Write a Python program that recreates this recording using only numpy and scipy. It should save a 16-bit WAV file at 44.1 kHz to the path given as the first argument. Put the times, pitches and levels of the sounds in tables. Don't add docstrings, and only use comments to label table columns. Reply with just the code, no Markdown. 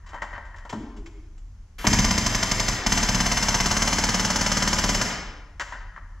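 import sys
import numpy as np
from scipy import signal
from scipy.fft import rfft, irfft, next_fast_len
from scipy.io import wavfile
from scipy.ndimage import uniform_filter1d

SR = 44100
rng = np.random.default_rng(int(sys.argv[2]) if len(sys.argv) > 2 else 0)


def store_pcm(level_fs):
    pcm = np.round(np.clip(level_fs, -1, 1) * 32767).astype(np.int16)
    wavfile.write(sys.argv[1], SR, np.atleast_2d(pcm).T)


N = 273420

# frequency in Hz, relative level in dB.
CLANK_SPECTRUM = [(20, -74), (150, -41), (400, -30.5), (600, -18), (1000, 3.5), (1600, 3.5), (2050, 2),
                  (2450, -9.5), (3300, -23), (4500, -19.5), (8000, -42), (10000, -82.5)]
# frequency in Hz, width in Hz, height in dB.
BRAKE_MODES = [(585, 33, 7.5), (965, 70, 12.2), (1084, 46, 7.4), (1350, 22, 8.7), (1564, 14, 12.6),
               (1793, 25, 11), (1890, 19, 14.6), (2780, 40, 6), (3100, 50, 17)]
# frequency in Hz, relative level in dB.
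TICK_SPECTRUM = [(20, -44.5), (400, 7.5), (2200, 10), (3200, 6), (4300, 1), (5200, 4), (7400, 3.5),
                 (9000, -20.5), (12200, -20), (14500, -46)]
TRIGGER_S = 1.7825


def undb(db):
    return 10 ** (np.asarray(db) / 20)


def unit(x):
    return x / np.sqrt(np.mean(x ** 2))


def fade(t, t60):
    return np.exp(-np.log(1000) * t / t60)


def add(track, start_s, sound):
    start = max(int(start_s * SR), 0)
    track[start:start + len(sound)] += sound[:N - start]


def across(hz, rows, axis=1):
    rows = np.array(rows)
    return np.interp(np.log(hz + 1), np.log(rows[:, 0]), rows[:, axis])


def colour(x, spectrum, peaks=()):
    size = 2 * next_fast_len(len(x))
    hz = np.arange(size // 2 + 1) * SR / size
    power = 1
    for peak_hz, width_hz, peak_db in peaks:
        power = power + (undb(peak_db) ** 2 - 1) / (1 + (2 * (hz - peak_hz) / width_hz) ** 2)
    magnitude = undb(across(hz, spectrum)) * np.sqrt(np.maximum(power, 0.5))
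    cepstrum = irfft(np.log(magnitude))
    cepstrum[1:size // 2] *= 2
    cepstrum[size // 2 + 1:] = 0
    return irfft(rfft(x, size) * np.exp(rfft(cepstrum)))[:len(x)]


def even(x, width_hz=60):
    spectrum = rfft(x)
    width_bins = max(int(width_hz * len(x) / SR), 1)
    power = uniform_filter1d(np.abs(spectrum) ** 2, width_bins)
    return irfft(spectrum / np.sqrt(power), len(x))


def strike(push, spectrum, peaks=()):
    ring = colour(push, spectrum, peaks)
    return ring / np.sqrt(np.mean(ring[:SR // 100] ** 2))


def burst(t, t60):
    return rng.standard_normal(len(t)) * fade(t, t60)


def waver(rate_per_s):
    t = np.arange(N) / SR
    return 1.2 * np.interp(t * rate_per_s, np.arange(N), rng.standard_normal(N))


def blows():
    # time in seconds, strength in dB re a steady blow.
    strikes = [(1.8685, 3.5), (1.9296, 1.5), (1.9876, 0.5), (2.044, 0), (2.108, -0.5), (2.1776, 0),
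               (2.2624, 0.5), (2.3472, -1), (2.428, 0), (2.5135, 0), (2.597, -.5), (2.6814, -.5),
               (2.8634, 1.5), (2.9206, 2), (2.9741, -1), (3.0291, -1.5), (3.0875, -0.5), (3.1459, -0.5),
               (3.203, 0), (3.2606, -1), (3.3157, 0.5), (3.3707, -0.5), (3.4258, 0), (3.4842, 0.5),
               (3.5434, 0.5), (3.602, 0), (3.6584, 0), (3.7109, 0), (3.7669, 0), (3.8204, 1), (3.8748, 0),
               (3.9274, -0.5), (3.984, -0.5), (4.0377, .5), (4.0892, -0.5), (4.1427, 0), (4.196, -1.5),
               (4.2479, -0.5), (4.3019, -1), (4.3579, 0), (4.4104, -.5), (4.4625, -0.5), (4.5167, 0),
               (4.5689, -.5), (4.6228, -0.5), (4.675, 0), (4.7297, 0), (4.7849, -0.5), (4.8386, -1),
               (4.8911, 0), (4.9462, -1.5), (5.0131, -1)]
    # start in seconds, extra shake in dB.
    runs = [(1.86, 8.5), (2.86, 3)]
    steady_blow_db, steady_shake_db, jolt_s = -16.5, -27, 0.28
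    times, strength_db = np.transpose(strikes)
    jolt_db = sum(db * (times >= s) * np.exp(-((times - s) / jolt_s) ** 2) for s, db in runs)
    return np.c_[times, steady_blow_db + strength_db, steady_shake_db + jolt_db]


def bouncing_contact(t, bounces=4, spacing_s=0.0016, t60=0.012, loss_db=2.5):
    shape = np.zeros(len(t))
    for k in range(bounces):
        lag_s = k * spacing_s
        shape += undb(-k * loss_db) * (t >= lag_s) * fade(np.maximum(t - lag_s, 0), t60)
    return shape


def rattling_ring(t, swell_s=0.00032, hold_s=0.017, hold_t60=0.4, t60=0.022):
    rebound_s, rebound_db, rebound_t60 = 0.0057, 6, 0.009
    held = fade(np.minimum(t, hold_s), hold_t60)
    dying = fade(np.maximum(t - hold_s, 0), t60)
    rebound = (t >= rebound_s) * fade(np.maximum(t - rebound_s, 0), rebound_t60)
    return dying * held * (1 - np.exp(-t / swell_s)) + undb(rebound_db) * rebound


def hammer(ring_db=-10.0, crack_db=-8, creep_rad_per_s=1.0, chatter=0.17):
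    # frequency in Hz, relative level in dB.
    steel = [(20, -47), (200, -13.5), (450, -9), (620, -4), (950, -4.5), (1200, -2), (1400, -6), (2050, -3),
             (2550, -7), (3900, -12.5), (5000, -2.5), (6300, -2), (7600, -7), (9000, -20.5), (12200, -19.5),
             (13600, -35.5), (15500, -59)]
    # frequency in Hz, relative level in dB.
    crack = [(20, -53), (150, -23.5), (450, -10), (700, 4), (1300, 0.5), (2100, 3.5), (2600, -6),
             (4000, -6), (5100, -3.5), (7600, -5), (9000, -43.5), (12200, -31), (15000, -58.5)]
    t = np.arange(SR // 4) / SR
    out = np.zeros(N)
    layers = ((rattling_ring(t), steel, ring_db), (bouncing_contact(t), crack, crack_db))
    for shape, spectrum, gain_db in layers:
        noises = rng.standard_normal((6, len(t)))
        pushes = [even(noise * shape, width_hz=110) * (t < t[-1] / 2) for noise in noises]
        rings = np.array([strike(push, spectrum) for push in pushes])
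        for s, blow_db, _ in blows():
            angle = creep_rad_per_s * s
            others = chatter * rng.standard_normal(len(rings) - 2)
            shares = np.r_[np.cos(angle), np.sin(angle), others]
            add(out, s, undb(blow_db + gain_db) * (shares @ rings) / np.linalg.norm(shares))
    return out


def hub(detune=0.0025):
    # frequency in Hz, level in dB re the blow, swell in seconds, t60 in seconds.
    notes = [(575, -25, .002, .08), (616, -21.5, 0.0022, 0.147), (923, -15.5, .002, .12),
             (993, -13.5, 0.0016, .12), (1024, -18.5, 0.0018, .09), (1174, -21, 0.0014, 0.12),
             (1587, -22, .001, .17), (1797, -23, .001, .06), (2054, -21, .001, .11),
             (2930, -14, 0.0027, 0.034), (3134, -19, .002, .06), (4327, -19, 0.0023, .11),
             (4900, -15.5, .003, 0.079), (5104, -5, 0.0041, 0.029), (5238, -5.5, 0.0022, 0.03),
             (5370, -19, 0.0056, .08), (5740, -22, 0.0046, .05), (6157, -8.5, 0.0058, 0.038),
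             (6235, -7, 0.0076, .04), (6486, -12, .008, 0.039)]
    t = np.arange(SR // 6) / SR
    hz, note_db, swell_s, t60 = np.transpose(notes)[:, :, None]
    swell = 1 - np.exp(-(t / swell_s) ** 2)
    envelopes = undb(note_db) * swell * fade(np.maximum(t - swell_s, 0), t60)
    signs = (-1) ** np.arange(len(notes))
    out = np.zeros(N)
    for s, blow_db, _ in blows():
        pitch_hz = hz * (1 + detune * rng.standard_normal(hz.shape))
        tones = envelopes * np.sin(2 * np.pi * pitch_hz * t)
        add(out, s, undb(blow_db) * (signs @ tones))
    return out


def chassis(return_s=0.042, return_db=-5, knock_db=-13, scatter_db=1.3):
    # frequency in Hz, level in dB, t60 in seconds.
    panels = [(35.98, -2.5, 1), (51, -18.5, 0.086), (74, -7, 0.22), (98, -4, 0.17), (119.3, -3.5, 0.17),
              (172.3, -8, 0.18), (186.4, -3, 0.24), (207.8, -3, 0.21), (250.4, -8.5, 0.25),
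              (279.5, -10, 0.26)]
    t = np.arange(SR // 2) / SR
    hz, mode_db, t60 = np.transpose(panels)
    modes = np.sin(2 * np.pi * hz[:, None] * t) * fade(t, t60[:, None])
    signs = (-1) ** (np.arange(len(hz)) // 2)
    out = np.zeros(N)
    for s, _, shake_db in blows():
        knock_s = 2 * return_s * rng.random()
        for lag_s, kick_db in ((0, 0), (return_s, return_db), (knock_s, knock_db)):
            weights = signs * undb(mode_db + scatter_db * rng.standard_normal(len(hz)))
            add(out, s + lag_s, undb(shake_db + kick_db) * (weights @ modes))
    return out


def airflow(t):
    full_open_s, release_s = 1.850, 5.138
    steady_db, eased_db, surge_db = -36, -8, 9
    open_s, surge_s, close_t60 = 0.002, 0.04, 0.46
    surge = surge_db * np.exp(-np.maximum(t - full_open_s, 0) / surge_s)
    flow_db = steady_db + np.where(t < full_open_s, eased_db, surge)
    opening = 1 - np.exp(-np.maximum(t - TRIGGER_S, 0) / open_s)
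    return undb(flow_db) * opening * fade(np.maximum(t - release_s, 0), close_t60)


def exhaust(puff_db=5, puff_s=0.009):
    # frequency in Hz, relative level in dB.
    air_spectrum = [(20, -56), (150, 5.5), (600, -1.5), (1000, -1.5), (2000, 0.5), (3500, -10), (5500, -15),
                    (7500, -12.5), (9000, -36), (12200, -35.5), (15000, -41)]
    t = np.arange(N) / SR
    strokes = np.r_[-1, blows()[:, 0]]
    since_s = t - strokes[np.searchsorted(strokes, t, side="right") - 1]
    puffing = 1 + undb(puff_db) * np.exp(-(since_s / puff_s) ** 2)
    hiss = unit(colour(rng.standard_normal(N), air_spectrum))
    return hiss * airflow(t) * puffing


def valve(level_db=-40.5, rise_s=0.0015, close_s=1.875, close_t60=0.19, spit_per_s=160, spit_db=1.5):
    # frequency in Hz, relative level in dB.
    valve_spectrum = [(20, -53), (500, -11), (1300, 8), (2000, 6.5), (3200, 1.5), (4300, -3.5),
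                      (6500, -0.5), (8500, -13), (10000, -11.5), (11800, -4), (14500, -26)]
    t = np.arange(N) / SR
    opening = 1 - np.exp(-np.maximum(t - TRIGGER_S, 0) / rise_s)
    gate = opening * fade(np.maximum(t - close_s, 0), close_t60)
    hiss = unit(colour(rng.standard_normal(N), valve_spectrum))
    return hiss * gate * undb(level_db + spit_db * waver(spit_per_s))


def clanks(clank_t60=0.07, contact_t60=0.11, body_t60=0.1, spot_width_hz=150, spot_db=11.5):
    # start in seconds, clank level in dB, bright contact level in dB, low body level in dB,
    # pitch favoured by the struck spot in Hz.
    knocks = [(.132, -42, -60, -39, 1000), (.143, -43, -52, -35, 958), (.220, -28, -43, -34.5, 1960),
              (.238, -42, -52, -37, 1690), (.331, -37, -62, -41, 1870), (.378, -38.5, -60, -40, 1900),
              (0.542, -43, -72, -51, 1800), (.584, -46, -54, -60, 1620), (.652, -44.5, -55, -42.5, 1350),
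              (.727, -56, -44, -30.5, 985), (1.843, -45, -41, -26, 900), (5.597, -30, -33.5, -47, 1600),
              (5.610, -29, -35.5, -45, 1630), (5.722, -34, -49, -46, 920), (5.736, -39, -62, -52, 1810),
              (5.749, -38, -61, -45, 1500), (5.815, -48, -73, -63, 1840), (5.962, -39.5, -66, -54, 1760),
              (5.975, -39.5, -74, -51.5, 1190)]
    # frequency in Hz, relative level in dB.
    body_spectrum = [(20, -55), (70, -18), (130, -5), (220, 0.5), (400, -7), (600, 1.5), (850, 2),
                     (1400, -7.5), (2500, -22.5), (6000, -46)]
    t = np.arange(SR // 3) / SR
    out = np.zeros(N)
    for s, *levels_db, spot_hz in knocks:
        spot = [(spot_hz, spot_width_hz, spot_db)]
        parts = [(clank_t60, CLANK_SPECTRUM, BRAKE_MODES + spot),
                 (contact_t60, TICK_SPECTRUM, ()),
                 (body_t60, body_spectrum, BRAKE_MODES)]
        for db, (t60, spectrum, peaks) in zip(levels_db, parts):
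            push = even(burst(t, t60), width_hz=150) * (t < t[-1] / 2)
            add(out, s, undb(db) * strike(push, spectrum, peaks))
    return out


def ticks(t60=0.1, width_share=0.13, ring_db=7.5):
    # start in seconds, level in dB before the rise, rise in seconds, ring in Hz.
    touches = [(0.061, -44, 0.011, 1870), (0.088, -43.5, 0.0077, 1000), (.45, -49.5, 0.0081, 1900),
               (0.559, -49.5, 0.0048, 1900), (.693, -33, 0.0056, 940), (0.962, -41.5, 0.026, 944),
               (1.058, -43.5, 0.0042, 2240), (1.378, -59, 0.0012, 7500)]
    t = np.arange(SR // 3) / SR
    out = np.zeros(N)
    for s, db, rise_s, ring_hz in touches:
        tick = strike(burst(t, t60), TICK_SPECTRUM, [(ring_hz, width_share * ring_hz, ring_db)])
        add(out, s, undb(db) * tick * (1 - np.exp(-t / rise_s)))
    return out


def scrape(slips_per_s=1500, spread_db=1.0, grab_per_s=55, grab_db=3.0):
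    # loudest moment in seconds, level in dB, rise in seconds, fall in seconds.
    slides = [(.15, -40, 0.042, 0.055), (.36, -43, 0.13, 0.067), (.62, -51.5, 0.046, 0.082),
              (.76, -48, 0.026, 0.027)]
    t = np.arange(N) / SR
    pressure = np.zeros(N)
    for s, db, rise_s, fall_s in slides:
        pressure += undb(db) * np.exp(-np.maximum((s - t) / rise_s, (t - s) / fall_s))
    slips = (rng.random(N) < slips_per_s / SR) * rng.standard_normal(N)
    slips = slips * undb(spread_db * rng.standard_normal(N))
    grabbed = slips * undb(grab_db * waver(grab_per_s))
    return unit(colour(grabbed, CLANK_SPECTRUM, BRAKE_MODES)) * pressure


def drags(wobble_share=0.035, wobble_per_s=90, judder_db=2.5):
    # loudest moment in seconds, level in dB, half length in seconds, pitch in Hz,
    # glide in Hz per second.
    groans = [(.772, -33.5, 0.026, 211.2, -150), (0.837, -42.5, 0.02, 248, -49.5),
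              (0.881, -47.5, 0.074, 292, -60.5), (1.0, -41.5, .022, 316, 200),
              (.998, -45.5, .022, 401, -100), (1.071, -47.5, 0.038, 337, -350),
              (1.165, -57, 0.032, 400, 99), (1.193, -54, .022, 319, 48)]
    t = np.arange(N) / SR
    out = np.zeros(N)
    for s, db, half_s, hz, glide_hz_per_s in groans:
        pitch_hz = (hz + glide_hz_per_s * (t - s)) * (1 + wobble_share * waver(wobble_per_s))
        tone = np.sqrt(2) * np.sin(2 * np.pi * np.cumsum(pitch_hz) / SR)
        out += undb(db) * tone * np.exp(-((t - s) / half_s) ** 2)
    return out * undb(judder_db * waver(wobble_per_s))


def bumps(rise_s=0.00068, judder_hz=60, judder=0.5, reach_octaves=0.52):
    # start in seconds, level in dB, ring centre in Hz.
    contacts = [(.733, -28.5, 239), (.80, -33.5, 290), (0.985, -32.5, 44), (1.844, -22, 235),
                (1.913, -21, 198)]
    # frequency in Hz, level in dB, t60 in seconds.
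    arch = [(43.8, 1.5, 0.32), (109.4, 4.5, 0.4), (193, -7, 0.075), (215, -5, 0.24), (248.6, -5, 0.16),
            (288, -3, .2), (317.5, -4.5, 0.26), (353, -6.5, 0.19), (412, -6.5, 0.36), (440, -5, 0.24)]
    t = np.arange(SR) / SR
    out = np.zeros(N)
    for s, db, centre_hz in contacts:
        for hz, mode_db, t60 in arch:
            octaves = np.log2(hz / centre_hz)
            weight = undb(db + mode_db) / (1 + (octaves / reach_octaves) ** 2)
            wobble = np.interp(t * judder_hz, np.arange(len(t)), rng.standard_normal(len(t)))
            swing = np.sin(2 * np.pi * (hz * t + rng.random()))
            envelope = fade(t, t60) * (1 - np.exp(-t / rise_s))
            add(out, s, weight * (1 + judder * wobble) * swing * envelope)
    return out


def shop(level_db=-41, drone_hz=36, width_hz=7, drone_db=8, side_db=-6):
    # frequency in Hz, relative level in dB.
    shop_spectrum = [(12, -33), (22, -6), (49, -4), (66, -13.5), (92, -10), (115, -26), (164, -27),
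                     (470, -46), (1000, -45.5), (2100, -51), (3600, -58.5), (6500, -52.5), (7600, -60),
                     (8700, -68.5), (10500, -64.5), (15000, -84)]
    mid = unit(colour(rng.standard_normal(N), shop_spectrum, [(drone_hz, width_hz, drone_db)]))
    hiss = unit(colour(rng.standard_normal(N), shop_spectrum))
    treble = signal.sosfilt(signal.butter(2, 2000, "high", fs=SR, output="sos"), hiss)
    return undb(level_db) * (mid + undb(side_db) * treble * np.array([[1], [-1]]))


def workshop(build_s=0.044, gap_s=0.0056, end_s=1.3):
    # frequency in Hz, t60 in seconds.
    room_t60 = [(60, 0.89), (250, 0.65), (1000, 0.98), (3000, 0.71), (5000, 0.64), (7000, 0.38),
                (11000, 0.28)]
    # frequency in Hz, side minus mid in dB.
    room_side = [(100, -30), (500, -23), (1300, -19), (2600, -8), (5000, -14), (9000, -8), (13000, -6)]
    t = np.arange(SR * 3 // 2) / SR
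    hz = np.arange(len(t) // 2 + 1) * SR / len(t)
    noise = rfft(rng.standard_normal((2, len(t))))
    centres_hz, t60s = np.transpose(room_t60)
    tail = 0
    for share, t60 in zip(np.eye(len(centres_hz)), t60s):
        band = across(hz, np.c_[centres_hz, share])
        tail = tail + irfft(noise * band) * fade(t, t60)
    onset = 1 - np.exp(-np.maximum(t - gap_s, 0) / build_s)
    window = (t > gap_s) * (t < end_s)
    mid, side = (even(x * onset, width_hz=25) * window for x in tail)
    side = irfft(rfft(side) * undb(across(hz, room_side)))
    return np.array([mid + side, mid - side])


def echoes(sent, sway_rad_per_s=1.6):
    angle = sway_rad_per_s * np.arange(N) / SR
    out = 0
    for share in (np.cos(angle), np.sin(angle)):
        out = out + signal.fftconvolve((sent * share)[None], workshop(), axes=1)[:, :N]
    return out


def scene(hammer_wet_db=-1.0, hub_wet_db=-3, chassis_wet_db=-8, air_wet_db=-3,
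          handling_wet_db=-7.0, bump_wet_db=-7):
    sources = [(hammer(), hammer_wet_db),
               (hub(), hub_wet_db),
               (chassis(), chassis_wet_db),
               (exhaust() + valve(), air_wet_db),
               (clanks() + ticks() + scrape(), handling_wet_db),
               (bumps() + drags(), bump_wet_db)]
    direct = sum(x for x, _ in sources)
    sent = sum(x * undb(wet_db) for x, wet_db in sources)
    return direct + echoes(sent) + shop()


def record(dry, ceiling=0.65, top_hz=15600):
    # frequency in Hz, left minus right in dB, left lead in radians.
    port_table = [(224, 0.5, 0), (700, 3.5, 0.2), (1705, 3, 0.17), (2080, 2.5, -0.24), (2440, -1, -1.76),
                  (3000, 10.5, -0.5), (3770, 2.5, 1), (4550, 0, 0.39), (6400, -2, 0.22), (11000, 1.5, 0.26)]
    size = 2 * next_fast_len(N)
    hz = np.arange(size // 2 + 1) * SR / size
    half = np.array([[0.5], [-0.5]])
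    phase = np.exp(1j * half * across(hz, port_table, axis=2))
    ports = undb(half * across(hz, port_table)) * phase
    heard = irfft(rfft(dry, size) * ports)[:, :N]
    heard = signal.sosfilt(signal.butter(2, 15, "high", fs=SR, output="sos"), heard)
    rounded = heard / (1 + (heard / ceiling) ** 4) ** 0.25
    return signal.sosfilt(signal.ellip(8, 0.2, 70, top_hz, fs=SR, output="sos"), rounded)


dry = scene()
out = record(dry)
store_pcm(out)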